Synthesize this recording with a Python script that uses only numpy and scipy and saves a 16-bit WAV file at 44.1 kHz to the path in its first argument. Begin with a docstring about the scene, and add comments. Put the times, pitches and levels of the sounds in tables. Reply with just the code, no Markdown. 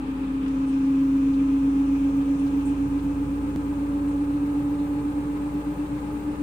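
"""Washing machine gathering spin speed

Beside a front-loading washing machine, close to the door, in left and right microphone channels.
The direct-drive motor whines at 36 times the drum rate, throbs once a turn and beats ever more slowly
against the mains hum. The wet load rumbles in the tub and shakes the cabinet; filtered noise makes
the water hissing off the drum and the inverter singing very high. Midway the sound skips with a tick."""
import sys
import numpy as np
from scipy import signal
from scipy.fft import rfft, irfft
from scipy.io import wavfile
from scipy.ndimage import uniform_filter1d

SR = 44100
rng = np.random.default_rng(int(sys.argv[2]) if len(sys.argv) > 2 else 0)


def file_out(sig):
    """Save sig as 16-bit WAV at sys.argv[1]."""
    # one column per channel
    cols = np.atleast_2d(sig).T
    # limit, then scale
    lim = np.clip(cols, -1, 1)
    pcm = np.round(lim * 32767).astype(np.int16)
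    wavfile.write(sys.argv[1], SR, pcm)


N = 283122
T = np.arange(N) / SR   # seconds
HZ = np.maximum(np.arange(N // 2 + 1) * SR / N, 1)   # spectrum axis
SIDES = np.array([[.5], [-.5]])   # half of a difference goes to the left, half to the right

# drum speed: time_s, turns_per_s
DRUM_SPEED = [(0, 7.4377), (3.561, 7.8605), (6.42, 8.2008)]
MOTOR_POLES, START_TURN, MAINS_HZ = 36, .002, 50.068
SKIP_AT_S, SKIP_S = 3.561, .02   # when the sound skips, and how much is lost

# motor whine: time_s, level_db
WHINE = [(0, -31), (.25, -28), (.95, -20), (1.8, -21), (2.6, -23.5), (3.55, -29), (4.1, -24.5),
         (4.6, -24.5), (5.6, -29.5), (5.85, -31), (6.05, -32.5), (6.42, -29.5)]
# octave of the whine, which all but vanishes midway and then sings out: time_s, level_db
OCTAVE = [(0, -63), (.5, -57.5), (1.3, -62), (2.3, -55), (2.6, -70.5), (3.2, -70), (3.9, -49.5),
          (4.45, -55), (5.0, -51.5), (5.4, -54.5), (6.42, -54.5)]
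OCTAVE_WAVER_DB, OCTAVE_WAVER_PER_S = -0.3, 6   # the octave is slightly unsteady
# once-a-turn swings of the whine: time_s, throb_in_level_db, sway_in_pitch_db
THROB = [(0, -41, -43), (.5, -51, -35), (1.4, -39.5, -39), (2.2, -33.5, -40), (3.0, -33.5, -34.5),
         (3.6, -46, -32.5), (4.2, -44, -33.5), (5.0, -41.5, -41), (5.35, -37, -43), (5.7, -34, -51),
         (5.92, -33.5, -42), (6.08, -40, -42), (6.42, -37.5, -41)]
# place of the whine between the channels: time_s, left_minus_right_db, left_lead_radians
WHINE_SIDE = [(0, 1.8, -.09), (.6, 0.75, 0.042), (1.5, 0, 0.15), (2.8, -2, 0.22), (3.65, -0.5, 0.34),
              (4.2, -1, 0.15), (5.3, -1.3, 0.34), (6.05, 2.5, 0.28), (6.42, 3.5, -0.27)]
# the throb falls earlier in the turn as the drum speeds up: lead at the start, and what is added by the end
THROB_LEAD_TURNS, THROB_LEAD_GROWTH_TURNS = 0.12, 0.59

# the wet load rolling in the tub: level, unevenness, changes per s
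LOAD_DB, LOAD_WAVER_DB, LOAD_WAVER_PER_S = -45, 2.5, 17
LOAD_START_DB, LOAD_BUILD_S = -2.5, .9   # softer start: shortfall, time constant
# lumps of the load thudding: time_s, level_db
THUDS = [(1.27, -35), (2.19, -38.5), (2.46, -37), (2.66, -43), (2.87, -36), (3.09, -40.5), (3.27, -36),
         (4.35, -39), (4.63, -38), (4.99, -36.5), (5.24, -40.5), (5.55, -41.5), (5.94, -39), (6.12, -40.5)]
THUD_SWELL_S = 0.038   # time for the tub's boom to build, and to die

# the two strongest drum vibrations: multiples of the drum rate
SHAKE_ORDERS = (7, 11)
# these two swell and fade as the tub speeds up: time_s, lower_tone_db, upper_tone_db
SHAKE = [(0, -42.5, -50), (.5, -40, -55), (.9, -45.5, -51), (1.15, -40, -51), (2.0, -38, -46),
         (2.35, -41.5, -47), (2.7, -37.5, -42.5), (3.2, -37, -41.5), (4.2, -39.5, -43), (4.5, -42, -43.5),
         (5.15, -41.5, -45.5), (5.45, -40.3, -54), (6.42, -42, -49)]
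# weaker drum vibrations: multiples of the drum rate
WEAK_ORDERS = (1, 3, 5, 8, 9, 10, 13, 14)
# their levels: level_db
WEAK_ORDER_DB = (-58, -60, -56.5, -57, -54, -62, -60.5, -60.5)

# resonances, all as: centre_hz, width_hz (distance from centre to -12 dB), relative_level_db
TUB_MODES = [(129, 20, -4), (136.6, 12, 3)]
CABINET_MODES = [(98.74, 12, -13), (149.2, 2.3, -4), (164.8, 11, 0), (183, 5, 1.5), (191.2, 9, 2),
                 (220.3, 1.9, 5), (249, 26, -7), (282, 63, -7.5), (312, 50, -8.5)]
PANEL_MODES = [(395.3, 38, -0.5), (448, 15.3, 2), (508.4, 25, -2), (545.6, 9.6, -1), (574, 17, -5.5),
               (636, 180, -15)]
DOOR_MODES = [(778, 91, -6.5), (847.4, 21, 2.5), (873, 110, -4.5), (938, 82, -8.5)]
DRUM_MODES = [(1018, 94, -1), (1174, 220, -7), (1248, 197, -1.5), (1563, 270, -10)]
SEAL_MODES = [(2490, 370, 3.5), (3040, 1000, -3.5)]
FILM_MODES = [(6140, 2200, 0)]
INVERTER_MODES = [(14095, 40, -11), (14678, 35, 8.5), (14800, 240, 1), (14900, 1300, -7), (15440, 40, -4.5)]

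CABINET_DB, CABINET_RISE_DB = -41, 0.5   # buzz at the slowest speed; its gain by the fastest
# panels and door rattling in spells: time_s, panel_buzz_db, door_buzz_db
RATTLE = [(0, -46.5, -51), (.75, -49, -53.5), (1.25, -47.5, -55), (1.7, -47, -51), (2.6, -45.5, -50),
          (3.65, -45, -51.5), (4.1, -45.5, -48), (6.42, -45, -48.5)]
RING_DB = -51.5   # ring of the steel drum
# dull wash, spectrum: pitch_hz, relative_level_db_per_hz
FLOOR = [(12, 0), (25, 1.5), (60, 8), (110, -5), (350, -6), (700, -15.5), (1500, -38)]
FLOOR_DB, FLOOR_RISE_DB = -54, 0.5   # level at the slowest speed; its gain by the fastest

# water rushing round the tub: time_s, level_db
RUSH = [(0, -55), (1.2, -56), (2.8, -56.5), (4.6, -55.5), (6.42, -55)]
# spectrum of the rush: pitch_hz, relative_level_db_per_hz
WATER = [(1000, -9), (1500, 2.5), (1900, 1.5), (2400, 1), (2750, -1), (3200, -7), (4000, -8), (5000, -13.5),
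         (6500, -19.5), (9000, -29), (13000, -39.5)]
# spectrum of the fine spray: pitch_hz, relative_level_db_per_hz
SPRAY = [(4000, -23), (6000, -4.5), (7500, 1), (9000, 3.5), (9900, -1), (10800, -11), (13000, -20),
         (14000, -23.5)]
# spray and inverter build up as the motor takes the strain: full level, shortfall at the start, time constant
SPRAY_DB, SPRAY_START_DB, SPRAY_BUILD_S = -62.5, -4.5, 2.1
INVERTER_DB, INVERTER_START_DB, INVERTER_BUILD_S = -67.5, -6.5, 1.3
# water gathers and hisses at the door seal, then drains away
SEAL_DB, SEAL_START_DB, SEAL_BUILD_S = -59, -0.5, .7
DRAIN_AT_S, DRAIN_DB_PER_S = 2.64, 8.5
FILM_DB, FILM_AT_S, FILM_SPREAD_S = -67, 0.36, 0.21   # a film spreads over the glass
# drops and spurts on the door glass: start_s, level_db, centre_hz, width_hz, length_s
SPURTS = [(0.46, -44, 1000, 2600, .011), (0.478, -55, 3500, 8000, 0.013), (0.664, -60.5, 8550, 1400, 0.058),
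          (0.723, -65, 5500, 1600, .035), (1.28, -65, 4500, 5000, 0.018), (1.33, -59, 3500, 1600, .025),
          (1.944, -54, 2400, 500, 0.038), (2.39, -57.5, 9050, 1000, 0.027), (2.456, -61, 4260, 2600, .035),
          (2.647, -55.5, 8340, 1800, 0.06), (2.987, -58, 3000, 3000, 0.015), (4.07, -64, 7800, 2400, .11),
          (4.777, -64, 3800, 600, 0.052)]

# mains hum: multiples of the mains frequency
HUM_MULTIPLES = (2, 3, 4, 6, 7, 8, 9, 10, 11, 17)
# one row for each multiple: level_db, left_minus_right_db, left_lead_radians
HUM = [(-57, -3.5, 0.66), (-60, 4, 0), (-54, -2, 0.53), (-39, -0.3, .06), (-59.5, 2.5, -.5), (-57.5, 0, .2),
       (-57.5, -2.5, 0.12), (-62.5, -2.5, 2.1), (-65, -6, 0.34), (-70, 1, -.3)]
HUM_RISE_DB = 0.9   # the hum grows as the motor draws more current
STEADY_HUM_UP_TO = 6   # higher multiples come through the shaking panels and waver
HUM_WAVER_DB, HUM_WAVER_PER_S = 2.5, 7.6

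# likeness of the two channels for noise: pitch_hz, left_right_likeness (1 alike, -1 opposite)
LIKENESS = [(60, 0.81), (130, 1), (250, 0.88), (340, 0.93), (395, 1), (435, .93), (485, 0.61), (540, 0.46),
            (650, .13), (790, 0.22), (850, 0.5), (930, .08), (1030, 0.098), (1120, -0.13), (1300, -0.5),
            (1550, -0.31), (1800, -0.18), (2300, -0.013), (4000, -0.02)]
# lean of everything but whine, hum and tick: pitch_hz, left_minus_right_db
TILT = [(140, 0.5), (300, 2.5), (500, -4), (800, 3), (1170, -1), (1790, 1.5), (2740, 4), (6400, 4.5),
        (9300, -2.5), (12000, -2), (14700, 5)]
CUTOFF_HZ = 15600


def motor(turn, pace, oval_low_db, oval_high_db, paddle_db):
    """The off-centre load moves the rotor once a turn: the whine throbs in level and sways in pitch."""
    tone_db, = in_time(WHINE)
    octave_db, = in_time(OCTAVE)
    throb_db, sway_db = in_time(THROB)
    pan_db, lead = in_time(WHINE_SIDE)
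    poles = MOTOR_POLES * turn + SIDES * lead / (2 * np.pi)
    throb_lead = THROB_LEAD_TURNS + THROB_LEAD_GROWTH_TURNS * np.sqrt(pace)
    throb = from_db(throb_db) * np.cos(2 * np.pi * (turn + throb_lead))
    strength = from_db(tone_db) + throb
    # a tone a quarter cycle off the whine pulls its phase, and so its pitch
    sway = from_db(sway_db) * np.cos(2 * np.pi * turn)
    whine = strength * wave(poles) + sway * np.sqrt(2) * np.sin(2 * np.pi * poles)
    octave_gain = from_db(octave_db) * waver(OCTAVE_WAVER_DB, OCTAVE_WAVER_PER_S)
    octave = octave_gain * wave(2 * poles)
    # an oval load and the three paddles add side tones, two and three drum rates away
    oval_low = from_db(oval_low_db) * wave(poles - 2 * turn)
    oval_high = from_db(oval_high_db) * wave(poles + 2 * turn)
    paddles = from_db(paddle_db) * wave(poles + 3 * turn)
    return from_db(SIDES * pan_db) * (whine + octave + paddles - oval_low - oval_high)


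def load(turn):
    """The wet load rolls over once a turn and now and then thuds, and the tub booms with it."""
    rolling = build_up(LOAD_DB, LOAD_START_DB, LOAD_BUILD_S) * waver(LOAD_WAVER_DB, LOAD_WAVER_PER_S)
    rolling = rolling * pulsing(turn, depth_db=1.2, lead_turns=.47)
    thuds = sum(from_db(db) * np.exp(-((T - s) / THUD_SWELL_S) ** 2) for s, db in THUDS)
    boom = evened(noise(resonances(TUB_MODES)), size=2500)
    return np.hypot(rolling, thuds) * boom


def drum(turn):
    """Bearings and paddles shake the tub at whole multiples of the drum rate; two stand out, deep and clean."""
    gains = dict(zip(WEAK_ORDERS, from_db(WEAK_ORDER_DB)))
    gains.update(zip(SHAKE_ORDERS, from_db(in_time(SHAKE))))
    return sum(gain * wave(k * turn + rng.random()) for k, gain in gains.items())


def cabinet(turn, speed, pace):
    """The shaking tub sets the cabinet buzzing, harder once a turn and as the speed rises."""
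    hum_and_noise = evened(buzz(CABINET_MODES, turn, speed, regular_db=-1.0), size=9000)
    level = from_db(CABINET_DB + CABINET_RISE_DB * pace)
    return level * hum_and_noise * pulsing(turn, depth_db=0.4, lead_turns=0.52)


def panels_and_door(turn, speed):
    """The shaking tub rattles panels and door in spells: resonant noise that pulses once a turn."""
    panel_db, door_db = in_time(RATTLE)
    panels = from_db(panel_db) * evened(noise(resonances(PANEL_MODES)), size=7000)
    panels = panels * pulsing(turn, depth_db=0.6, lead_turns=0.12)
    door = from_db(door_db) * buzz(DOOR_MODES, turn, speed, regular_db=-10.0)
    door = door * pulsing(turn, depth_db=0.5, lead_turns=.48) * waver(depth_db=0.66, per_s=7.1)
    return panels + door


def drum_ring(turn):
    """The steel drum rings: resonant noise, rippled by short echoes and fluttering with the turns."""
    ripple = echoes(strength=0.13, longest_s=.04, count=6)
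    ring = noise(resonances(DRUM_MODES) * ripple)
    return from_db(RING_DB) * ring * flutter(turn, depth_db=1.0, count=3)


def rush_and_spray(turn):
    """Water flung from the drum rushes round the tub under a fine spray: noise with a rippled spectrum."""
    ripple = echoes(strength=0.16, longest_s=.02, count=8)
    rush_db, = in_time(RUSH)
    rush = from_db(rush_db) * noise(from_db(over_hz(WATER)) * ripple)
    rush = rush * flutter(turn, depth_db=0.86, count=4)
    spray_level = build_up(SPRAY_DB, SPRAY_START_DB, SPRAY_BUILD_S)
    return rush + spray_level * noise(from_db(over_hz(SPRAY)) * ripple)


def seal_and_film():
    """Water sputters at the door seal and on the glass as wavering noise, fading once it drains."""
    wet = from_db(-DRAIN_DB_PER_S * np.maximum(T - DRAIN_AT_S, 0))
    seal = build_up(SEAL_DB, SEAL_START_DB, SEAL_BUILD_S) * noise(resonances(SEAL_MODES))
    seal = seal * waver(depth_db=1.5, per_s=14)
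    spread = np.clip((T - FILM_AT_S) / FILM_SPREAD_S, 0, 1)
    film = from_db(FILM_DB) * spread * noise(resonances(FILM_MODES)) * waver(depth_db=1.0, per_s=14)
    return wet * (seal + film)


def spurts():
    """Each spurt is a band of noise that swells quickly and hisses away."""
    out = 0
    for s, db, hz, width, length in SPURTS:
        age = np.maximum(T - s, 0) / (length / 3)   # loudest at age 1
        out = out + from_db(db) * age * np.exp(1 - age) * noise(resonances([(hz, width, 0)]))
    return out


def inverter():
    """The motor's drive sings very high, as narrow bands of noise."""
    return build_up(INVERTER_DB, INVERTER_START_DB, INVERTER_BUILD_S) * noise(resonances(INVERTER_MODES))


def hum(clock, pace):
    """Mains harmonics; the sixth lies just above the whine and beats with it, and those above it waver."""
    out = 0
    for k, (db, pan_db, lead) in zip(HUM_MULTIPLES, HUM):
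        unsteady = waver(HUM_WAVER_DB, HUM_WAVER_PER_S) if k > STEADY_HUM_UP_TO else 1
        tone = wave(k * MAINS_HZ * clock + SIDES * lead / (2 * np.pi))
        out = out + unsteady * from_db(db + SIDES * pan_db) * tone
    return from_db(HUM_RISE_DB * pace) * out


def dull_wash(pace):
    """A dull wash of low noise lies underneath and gains with speed."""
    return from_db(FLOOR_DB + FLOOR_RISE_DB * pace) * noise(from_db(over_hz(FLOOR)))


def skip_tick(db, length_s, knock_db, knock_hz, knock_s):
    """A sharp edge and a dull knock, both dying exponentially, where the sound skips."""
    age = np.maximum(T - SKIP_AT_S, 0)
    edge = from_db(db) * (age > 0) * np.exp(-age / length_s)
    knock = from_db(knock_db) * np.sin(2 * np.pi * knock_hz * age) * np.exp(-age / knock_s)
    return knock - edge


def buzz(modes, turn, speed, regular_db):
    """A shaken part: drum harmonics that swell as they glide through the modes, mixed with noise."""
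    gain = resonances(modes)
    lowest, highest = int(modes[0][0] / speed.max()), int(modes[-1][0] / speed.min())
    regular = sum(np.interp(k * speed, HZ, gain) * wave(k * turn + rng.random())
                  for k in range(lowest, highest + 1))
    share = from_db(regular_db)   # regular part relative to the noise
    return (noise(gain) + share * rms_one(regular)) / np.hypot(1, share)


def noise(gain):
    """Stereo noise of a given colour and left-right likeness; its middle has unit power."""
    mid, side = rfft(rng.standard_normal((2, N))) * gain
    alike = np.clip(over_hz(LIKENESS), -.99, .995)
    mid = irfft(mid * np.sqrt(1 + alike), N)
    side = irfft(side * np.sqrt(1 - alike), N)
    return np.array([mid + side, mid - side]) / np.std(mid)


def resonances(modes):
    """Gain of a set of steep-sided resonances, added in power."""
    return np.sqrt(sum(from_db(2 * db) / (1 + ((HZ - hz) / width) ** 2) ** 4 for hz, width, db in modes))


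def echoes(strength, longest_s, count):
    """Short reflections inside the tub ripple a spectrum finely."""
    delays = rng.uniform(0.0992 * longest_s, longest_s, count)
    return np.abs(1 + strength * sum(np.exp(-2j * np.pi * HZ * delay) for delay in delays))


def evened(x, size):
    """Take the slow swells out of a noise, over a window of size samples."""
    return x / np.sqrt(uniform_filter1d(np.mean(x, axis=0) ** 2, size) + 1e-9)


def flutter(turn, depth_db, count):
    """Gain that rises and falls as the lumps of the load come round."""
    lumps = sum(wave(k * turn + rng.random()) for k in range(1, count + 1))
    return from_db(depth_db * rms_one(lumps))


def pulsing(turn, depth_db, lead_turns):
    """Gain that pulses once a turn, in step with the drum."""
    return from_db(depth_db * np.cos(2 * np.pi * (turn + lead_turns)))


def waver(depth_db, per_s):
    """Gain that wanders at random."""
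    slow = irfft(rfft(rng.standard_normal(N)) / (1 + (HZ / per_s) ** 4), N)
    return from_db(depth_db * rms_one(slow))


def build_up(full_db, start_db, build_s):
    """Gain that starts low and settles towards its full level."""
    return from_db(full_db + start_db * np.exp(-T / build_s))


def wave(cycles):
    """A unit-power tone that follows a count of cycles."""
    return -np.sqrt(2) * np.cos(2 * np.pi * cycles)


def in_time(rows):
    """One curve per column, joined by straight lines."""
    s, *columns = np.transpose(rows)
    return [np.interp(T, s, c) for c in columns]


def over_hz(points):
    """A short table spread over the log-frequency axis."""
    hz, value = np.transpose(points)
    return np.interp(np.log(HZ), np.log(hz), value)


def rms_one(x):
    """Scale to unit power."""
    return x / np.sqrt(np.mean(x ** 2) + 1e-20)


def from_db(db):
    """Decibels to gain."""
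    return 10 ** (np.asarray(db) / 20)


def scene():
    """Motor and shaken parts follow the drum angle; all but whine, hum and tick lean sideways by band."""
    clock = T + SKIP_S * (T > SKIP_AT_S)   # drum and hum jump ahead at the skip
    speed, = in_time(DRUM_SPEED)
    pace = (speed - speed.min()) / np.ptp(speed)   # 0 at the slowest, 1 at the fastest
    turn = START_TURN + np.cumsum(speed * np.diff(clock, prepend=0))
    whine = motor(turn, pace, oval_low_db=-50.5, oval_high_db=-62, paddle_db=-48.0)
    shaking = load(turn) + drum(turn) + cabinet(turn, speed, pace)
    shaking = shaking + panels_and_door(turn, speed) + drum_ring(turn)
    water = rush_and_spray(turn) + seal_and_film() + spurts()
    machine = shaking + water + inverter() + dull_wash(pace)
    leaning = irfft(rfft(machine) * from_db(SIDES * over_hz(TILT)), N)
    tick = skip_tick(db=-28.5, length_s=.003, knock_db=-27.0, knock_hz=192, knock_s=0.0087)
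    return whine + leaning + hum(clock, pace) + tick


def record(dry):
    """A steep elliptic low-pass cuts off the top."""
    return signal.sosfilt(signal.ellip(10, .1, 90, CUTOFF_HZ, fs=SR, output="sos"), dry)


dry = scene()
out = record(dry)
file_out(out)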